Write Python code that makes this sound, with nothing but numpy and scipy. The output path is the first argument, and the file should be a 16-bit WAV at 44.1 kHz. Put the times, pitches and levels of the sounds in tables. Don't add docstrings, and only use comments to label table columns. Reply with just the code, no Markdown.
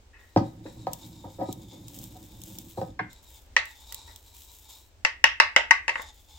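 import sys
import numpy as np
from scipy import signal
from scipy.fft import rfft, irfft, next_fast_len
from scipy.io import wavfile
from scipy.ndimage import uniform_filter1d, map_coordinates

SR = 44100
rng = np.random.default_rng(int(sys.argv[2]) if len(sys.argv) > 2 else 0)


def generate_wav(sig):
    pcm = np.round(np.clip(np.atleast_2d(sig).T, -1, 1) * 32767).astype(np.int16)
    wavfile.write(sys.argv[1], SR, pcm)


N = 281378

# (frequency [Hz], relative density [dB])
ROOM_TONE = [(20, -14.5), (55, 0.5), (85, -3.5), (135, -27), (300, -22), (800, -27.5), (1300, -34.5),
             (3000, -36), (8000, -40), (10500, -53.5), (15000, -48)]
# (frequency [Hz], t60 [s])
ROOM_DECAY = [(250, .26), (1000, .26), (2000, .31), (4000, .24), (8000, .2), (16000, .15)]
# (frequency [Hz], width [Hz], gain [dB])
SLAB_MODES = [(99, 14, -7), (122, 12.7, -7.5), (158.3, 10, -10), (187.6, 20, -9), (236, 40, -12),
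              (316, 29, -4.5), (376, 44, -29)]
# (frequency [Hz], width [Hz], gain [dB])
FOOT_MODES = [(539.5, 46, -4), (764, 56, -3), (950, 105, -9), (1256, 21, -10), (1660, 200, -22.5),
              (1950, 90, -20), (5000, 1510, -13.5)]
# (time [s], level [dB], contact corner [Hz], slide [s], weight on the slab [dB])
FOOT_THUDS = [(0.362, -12.5, 910, 0.00083, 3.5), (0.373, -24.5, 2150, 0.0037, -29),
              (0.408, -22.5, 420, 0.0019, 16), (0.653, -38.5, 600, 0.0096, 5),
              (0.869, -23.5, 1110, 0.002, -6), (1.238, -38.5, 725, 0.021, 0), (1.384, -32.5, 674, 0.026, 1),
              (1.407, -26, 760, 0.016, -2.5), (1.486, -29, 620, 0.0059, 8), (1.722, -45, 810, 0.029, 9.5),
              (2.145, -48, 835, 0.026, 2), (2.772, -29.5, 627, 0.015, -1), (2.814, -28.5, 760, 0.0042, -3),
              (2.997, -37.5, 306, 0.016, 8)]
# (start [s], length [s], relative rasp level [dB], relative crackle level [dB])
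GRINDING_STROKES = [(0.176, 0.38, -67, -69), (0.622, 0.32, -61, -67.5), (0.9, 0.23, -55.5, -58),
                    (1.187, 0.66, -59, -64), (1.856, 0.2, -59.5, -51), (2.096, 0.31, -62.5, -58),
                    (2.396, 0.34, -62, -55), (2.759, 0.027, -50, -53.5), (3.091, 0.047, -54.5, -65),
                    (3.217, 0.16, -61.5, -56.5), (3.635, 0.52, -55, -62.5), (4.158, 0.16, -64.5, -59),
                    (4.327, 0.31, -59.5, -54.5), (4.674, 0.11, -54.5, -53), (5.929, 0.13, -49.5, -77),
                    (6.117, 0.49, -62, -62.5)]
# (frequency [Hz], width [Hz], gain [dB])
HOLLOW_MODES = [(902, 69, -2), (2290, 86, -13), (3742, 210, -1), (5330, 550, -11.5), (7220, 700, -10)]
# (frequency [Hz], width [Hz], gain [dB])
HULL_MODES = [(3370, 790, -4.5), (5160, 830, -5.5), (7430, 1800, -2.5), (11000, 3500, -3.5),
              (14800, 7600, -3)]
# (time [s], relative peak [dB])
SEED_BURSTS = [(0.9326, -20.5), (1.5268, -24.5), (1.8822, -31.5), (1.988, -31), (2.0396, -29.5),
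               (2.417, -34), (2.4365, -29.5), (2.586, -25), (3.1305, -40), (3.655, -35.5), (3.9238, -23.5),
               (3.9446, -22.5), (4.1605, -31), (6.0197, -33.5)]
# (frequency [Hz], width [Hz], gain [dB])
MORTAR_MODES = [(531, 26, -10), (824, 600, -16.5), (915, 37, -2.5), (1106, 45, -9), (1380, 350, -10.5),
                (1926, 180, 2), (2175, 150, -3), (2543, 270, -1), (2744, 690, -7), (3370, 170, -23.5),
                (4800, 700, -17.5), (5230, 820, -13), (7200, 1900, -21), (13800, 3600, -47.5)]
# (frequency [Hz], relative level [dB], t60 [s])
RING_PARTIALS = [(603, -14, 0.2), (905, -4, 0.14), (1122, -7, 0.2), (1290, -14, 0.2), (1551, -8, 0.2),
                 (1790, -6, 0.22), (1868, 0, 0.23), (1985, -1, 0.21), (2074, -2, 0.22), (2153, -10, 0.22),
                 (2336, -13, 0.2), (2514, -10, 0.16), (2754, -14, 0.22)]
# (time [s], level [dB], contact corner [Hz], slide [s], hollow low boost [dB])
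PESTLE_BLOWS = [(0.129, -53.5, 2000, 0.079, 0), (0.661, -50, 6000, 0.0064, -0.5),
                (2.9915, -25, 2415, 0.0058, 9.5), (3.5650, -9.5, 6000, 0.00073, -1),
                (3.921, -44.5, 9300, 0.0014, 34), (4.074, -52.5, 1500, 0.022, 43),
                (5.049, -12, 6500, 0.0005, -1.5), (5.2407, -4, 5000, 0.00073, -5.5),
                (5.4001, -5.5, 5000, 0.0012, 3.5), (5.5624, -7, 6000, 0.0014, 4.5),
                (5.7086, -4.5, 8000, 0.003, 6), (5.880, -19, 11000, 0.0009, 7),
                (5.891, -19.5, 10000, 0.0055, 15), (5.956, -23.5, 5000, 0.001, 31),
                (5.995, -33.5, 1090, 0.00027, 26)]

TIME = np.arange(N) / SR
HIT_TIME = TIME[:SR // 3]
IMPULSE = 1. * (HIT_TIME == 0)
PESTLE_PAN_DB = 2
SET_DOWN_S, LIFTED_S = 0.45, 3.06


def undb(db):
    return 10 ** (np.asarray(db) / 20)


def level(x, db):
    return x * undb(db) / np.sqrt(np.mean(x ** 2))


def hit_level(x, db):
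    power = uniform_filter1d(np.mean(x ** 2, axis=0), SR // 100)
    return x * undb(db) / np.sqrt(power.max())


def add(out, x, start_s):
    i = max(int(start_s * SR), 0)
    out[..., i:i + x.shape[-1]] += x[..., :N - i]


def wander(rate_hz):
    hold = int(SR / rate_hz)
    steps = np.repeat(rng.standard_normal(N // hold + 1), hold)
    return 1.3 * uniform_filter1d(steps, hold)[:N]


def fade(t60):
    return np.exp(-np.log(1000) * HIT_TIME / t60)


def shape(x, response):
    size = next_fast_len(x.shape[-1] + SR // 4)
    f = np.maximum(np.arange(size // 2 + 1) * SR / size, 1)
    return irfft(rfft(x, size) * response(f), size)[..., :x.shape[-1]]


def pass_band(x, kind, corner_hz, order=2):
    return signal.sosfilt(signal.butter(order, corner_hz, kind, fs=SR, output="sos"), x)


def resonate(x, modes):
    return shape(x, lambda f: sum((-1) ** k * undb(db) / (1 + 1j * (f * f - hz * hz) / (f * width))
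                                  for k, (hz, width, db) in enumerate(modes)))


def pan(x, db):
    return x * undb([[db / 2], [-db / 2]])


def convolve(x, responses):
    return signal.fftconvolve(np.atleast_2d(x), responses, axes=1)[:, :x.shape[-1]]


def room_tone(level_db=-55):
    hz, db = np.transpose(ROOM_TONE)
    mid, side = shape(rng.standard_normal((2, N)), lambda f: undb(np.interp(np.log(f), np.log(hz), db)))
    side = shape(side, lambda f: np.clip(f / 1200, .2, 1))
    return level(np.array([mid + side, mid - side]) * undb(wander(5.5)), level_db)


def wall_reflections():
    size = len(HIT_TIME)
    f = np.arange(size // 2 + 1) * SR / size
    octaves_hz = np.geomspace(250, 16000, 7)
    spectrum = rfft(rng.standard_normal((2, size)))
    walls = 0
    for hz in octaves_hz:
        band = irfft(spectrum * np.interp(f, octaves_hz, octaves_hz == hz), size)
        walls = walls + band * fade(np.interp(hz, *np.transpose(ROOM_DECAY)))
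    return walls * (1 - np.exp(-HIT_TIME / 0.00061))


def mic_paths(near_db, near_t60, room_db, lag_ms, pan_db):
    delayed = shape(IMPULSE, lambda f: np.exp(-2j * np.pi * f * lag_ms / 1000))
    direct = np.array([IMPULSE, delayed])
    near = rng.standard_normal((2, len(HIT_TIME))) * fade(near_t60) * (HIT_TIME > .0006)
    mid, side = (level(near, near_db) + level(wall_reflections(), room_db)) / np.sqrt(len(HIT_TIME))
    side = shape(side, lambda f: np.minimum(f / 800, 1))
    return pan(direct + np.array([mid + side, mid - side]) / np.sqrt(2), pan_db)


def contact(corner_hz, slide_s, swell_share=0.14):
    slide_s = max(slide_s, .0003)
    swell = 1 - np.exp(-HIT_TIME / (swell_share * slide_s))
    slips = rng.standard_normal(len(HIT_TIME)) * swell * np.exp(-HIT_TIME / slide_s)
    return pass_band(IMPULSE + 3.1 * np.sqrt(slide_s) * slips, "low", corner_hz)


def grains(per_s, spread_db, flicker_db, flicker_hz):
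    sizes = undb(spread_db * np.minimum(rng.exponential(size=N), 5))
    clicks = (rng.random(N) < per_s / SR) * sizes * rng.choice([-1, 1], N)
    return clicks * undb(flicker_db * wander(flicker_hz))


def worktop_rumble(set_down_db=-46, ease_db_per_s=1.5, ramp_s=0.1, foot_db=-21):
    slips = grains(per_s=500, spread_db=2.5, flicker_db=3, flicker_hz=14)
    judder = shape(slips, lambda f: 1 / (1 + 1j * f / 100) / (1 + 1j * f / 1500))
    slow_judder = shape(judder, lambda f: 1 / (1 + 1j * f / 70))
    rumble = resonate(slow_judder, SLAB_MODES) + undb(foot_db) * resonate(judder, FOOT_MODES)
    paths = mic_paths(near_db=4.5, near_t60=0.0051, room_db=-15.5, lag_ms=0.0082, pan_db=0.5)
    touching = np.clip(np.minimum(TIME - SET_DOWN_S, LIFTED_S - TIME) / ramp_s + 1, 0, 1)
    easing = undb(-ease_db_per_s * (TIME - SET_DOWN_S))
    return level(convolve(rumble, paths), set_down_db) * touching * easing


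def worktop_thuds():
    out = np.zeros((2, N))
    for start_s, db, corner_hz, slide_s, weight_db in FOOT_THUDS:
        paths = mic_paths(near_db=-5.5, near_t60=0.13, room_db=-4.5, lag_ms=0.092, pan_db=0.5)
        force = contact(corner_hz, slide_s)
        thud = resonate(force, FOOT_MODES) + undb(weight_db) * resonate(force, SLAB_MODES)
        add(out, hit_level(convolve(thud, paths), db), start_s)
    return out


def scatter(x, haze_db=-3, tail_s=.01):
    power = signal.lfilter([1], [1, -np.exp(-1 / (tail_s * SR))], x ** 2) / (tail_s * SR)
    haze = np.sqrt(power) * rng.standard_normal((2, N))
    return pan(x + undb(haze_db) * haze, PESTLE_PAN_DB)


def stroke_gains(attack_s=0.024, release_db_per_s=158.5, swell_db_per_s=3.5):
    rasp_power, crackle_power = 0, 0
    for start_s, length_s, rasp_db, crackle_db in GRINDING_STROKES:
        age = TIME - start_s
        effort = np.clip(age / attack_s, 0, 1) * undb(-release_db_per_s * np.maximum(age - length_s, 0))
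        swell_db = swell_db_per_s * (np.clip(age, 0, length_s) - length_s / 2)
        rasp_power += (effort * undb(rasp_db + swell_db)) ** 2
        crackle_power += (effort * undb(crackle_db)) ** 2
    return np.sqrt(rasp_power), np.sqrt(crackle_power)


def grinding(drift_share=0.029):
    slips = grains(per_s=2200, spread_db=2.6, flicker_db=3, flicker_hz=30)
    fractures = grains(per_s=1800, spread_db=3.4, flicker_db=2.2, flicker_hz=45)
    rasp = resonate(scatter(slips), HOLLOW_MODES)
    crackle = resonate(scatter(fractures), HULL_MODES)
    drift = np.cumsum(1 + drift_share * wander(8.1))
    rasp = np.array([map_coordinates(channel, [drift], mode="mirror") for channel in rasp])
    rasp_gain, crackle_gain = stroke_gains()
    return level(rasp, 0.84) * rasp_gain + level(crackle, 0.69) * crackle_gain


def seed_bursts(boost_db=3):
    out = np.zeros((2, N))
    envelope = fade(.014) + .1 * fade(.13)
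    for start_s, db in SEED_BURSTS:
        snap = resonate(rng.standard_normal((2, len(HIT_TIME))) * envelope, HULL_MODES)
        snap = pass_band(snap, "high", 2700, order=4)
        add(out, snap / np.abs(snap).max() * undb(db + boost_db), start_s)
    return out


def mortar_knock(pitch, spot_db=1, rebound_db=-11, rebound_s=.00106):
    modes = [(hz * pitch, width, db + spot_db * rng.standard_normal()) for hz, width, db in MORTAR_MODES]
    paths = mic_paths(near_db=0, near_t60=0.02, room_db=-8.5, lag_ms=.08, pan_db=PESTLE_PAN_DB)
    knock = resonate(IMPULSE, modes)
    knock = shape(knock, lambda f: 1 + undb(rebound_db) * np.exp(-2j * np.pi * f * rebound_s))
    return convolve(level(knock, 0), paths)


def wood_clack():
    paths = mic_paths(near_db=12.5, near_t60=0.13, room_db=12, lag_ms=0, pan_db=-3.5)
    clack = resonate(paths, [(1650, 2300, 0)])
    clack += resonate(clack, [(1950, 170, 5)])
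    return shape(clack, lambda f: 1 / (1 + 450 / (1j * f)) / (1 + (f / 7500) ** 4))


def pestle_blows(ring_db=-9, clack_db=-6, standing_pitch=0.82):
    out = np.zeros((2, N))
    ring = sum(undb(db) * np.sin(2 * np.pi * hz * HIT_TIME) * fade(t60) for hz, db, t60 in RING_PARTIALS)
    for start_s, db, corner_hz, slide_s, hollow_db in PESTLE_BLOWS:
        pitch = standing_pitch if SET_DOWN_S < start_s < LIFTED_S else 1
        body = mortar_knock(pitch) + level(ring, ring_db) + level(wood_clack(), clack_db)
        force = contact(corner_hz, slide_s)
        force = shape(force, lambda f: ((undb(hollow_db / 2) + 1j * f / 1300) / (1 + 1j * f / 1300)) ** 2)
        force = pass_band(force, "high", 190)
        add(out, hit_level(convolve(force, body), db), start_s)
    return out


def scene():
    return pestle_blows() + worktop_thuds() + worktop_rumble() + grinding() + seed_bursts() + room_tone()


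def record(dry):
    top_cut = signal.ellip(8, .2, 70, 16000, fs=SR, output="sos")
    return signal.sosfilt(top_cut, np.clip(dry, -1, 1))


dry = scene()
out = record(dry)
generate_wav(out)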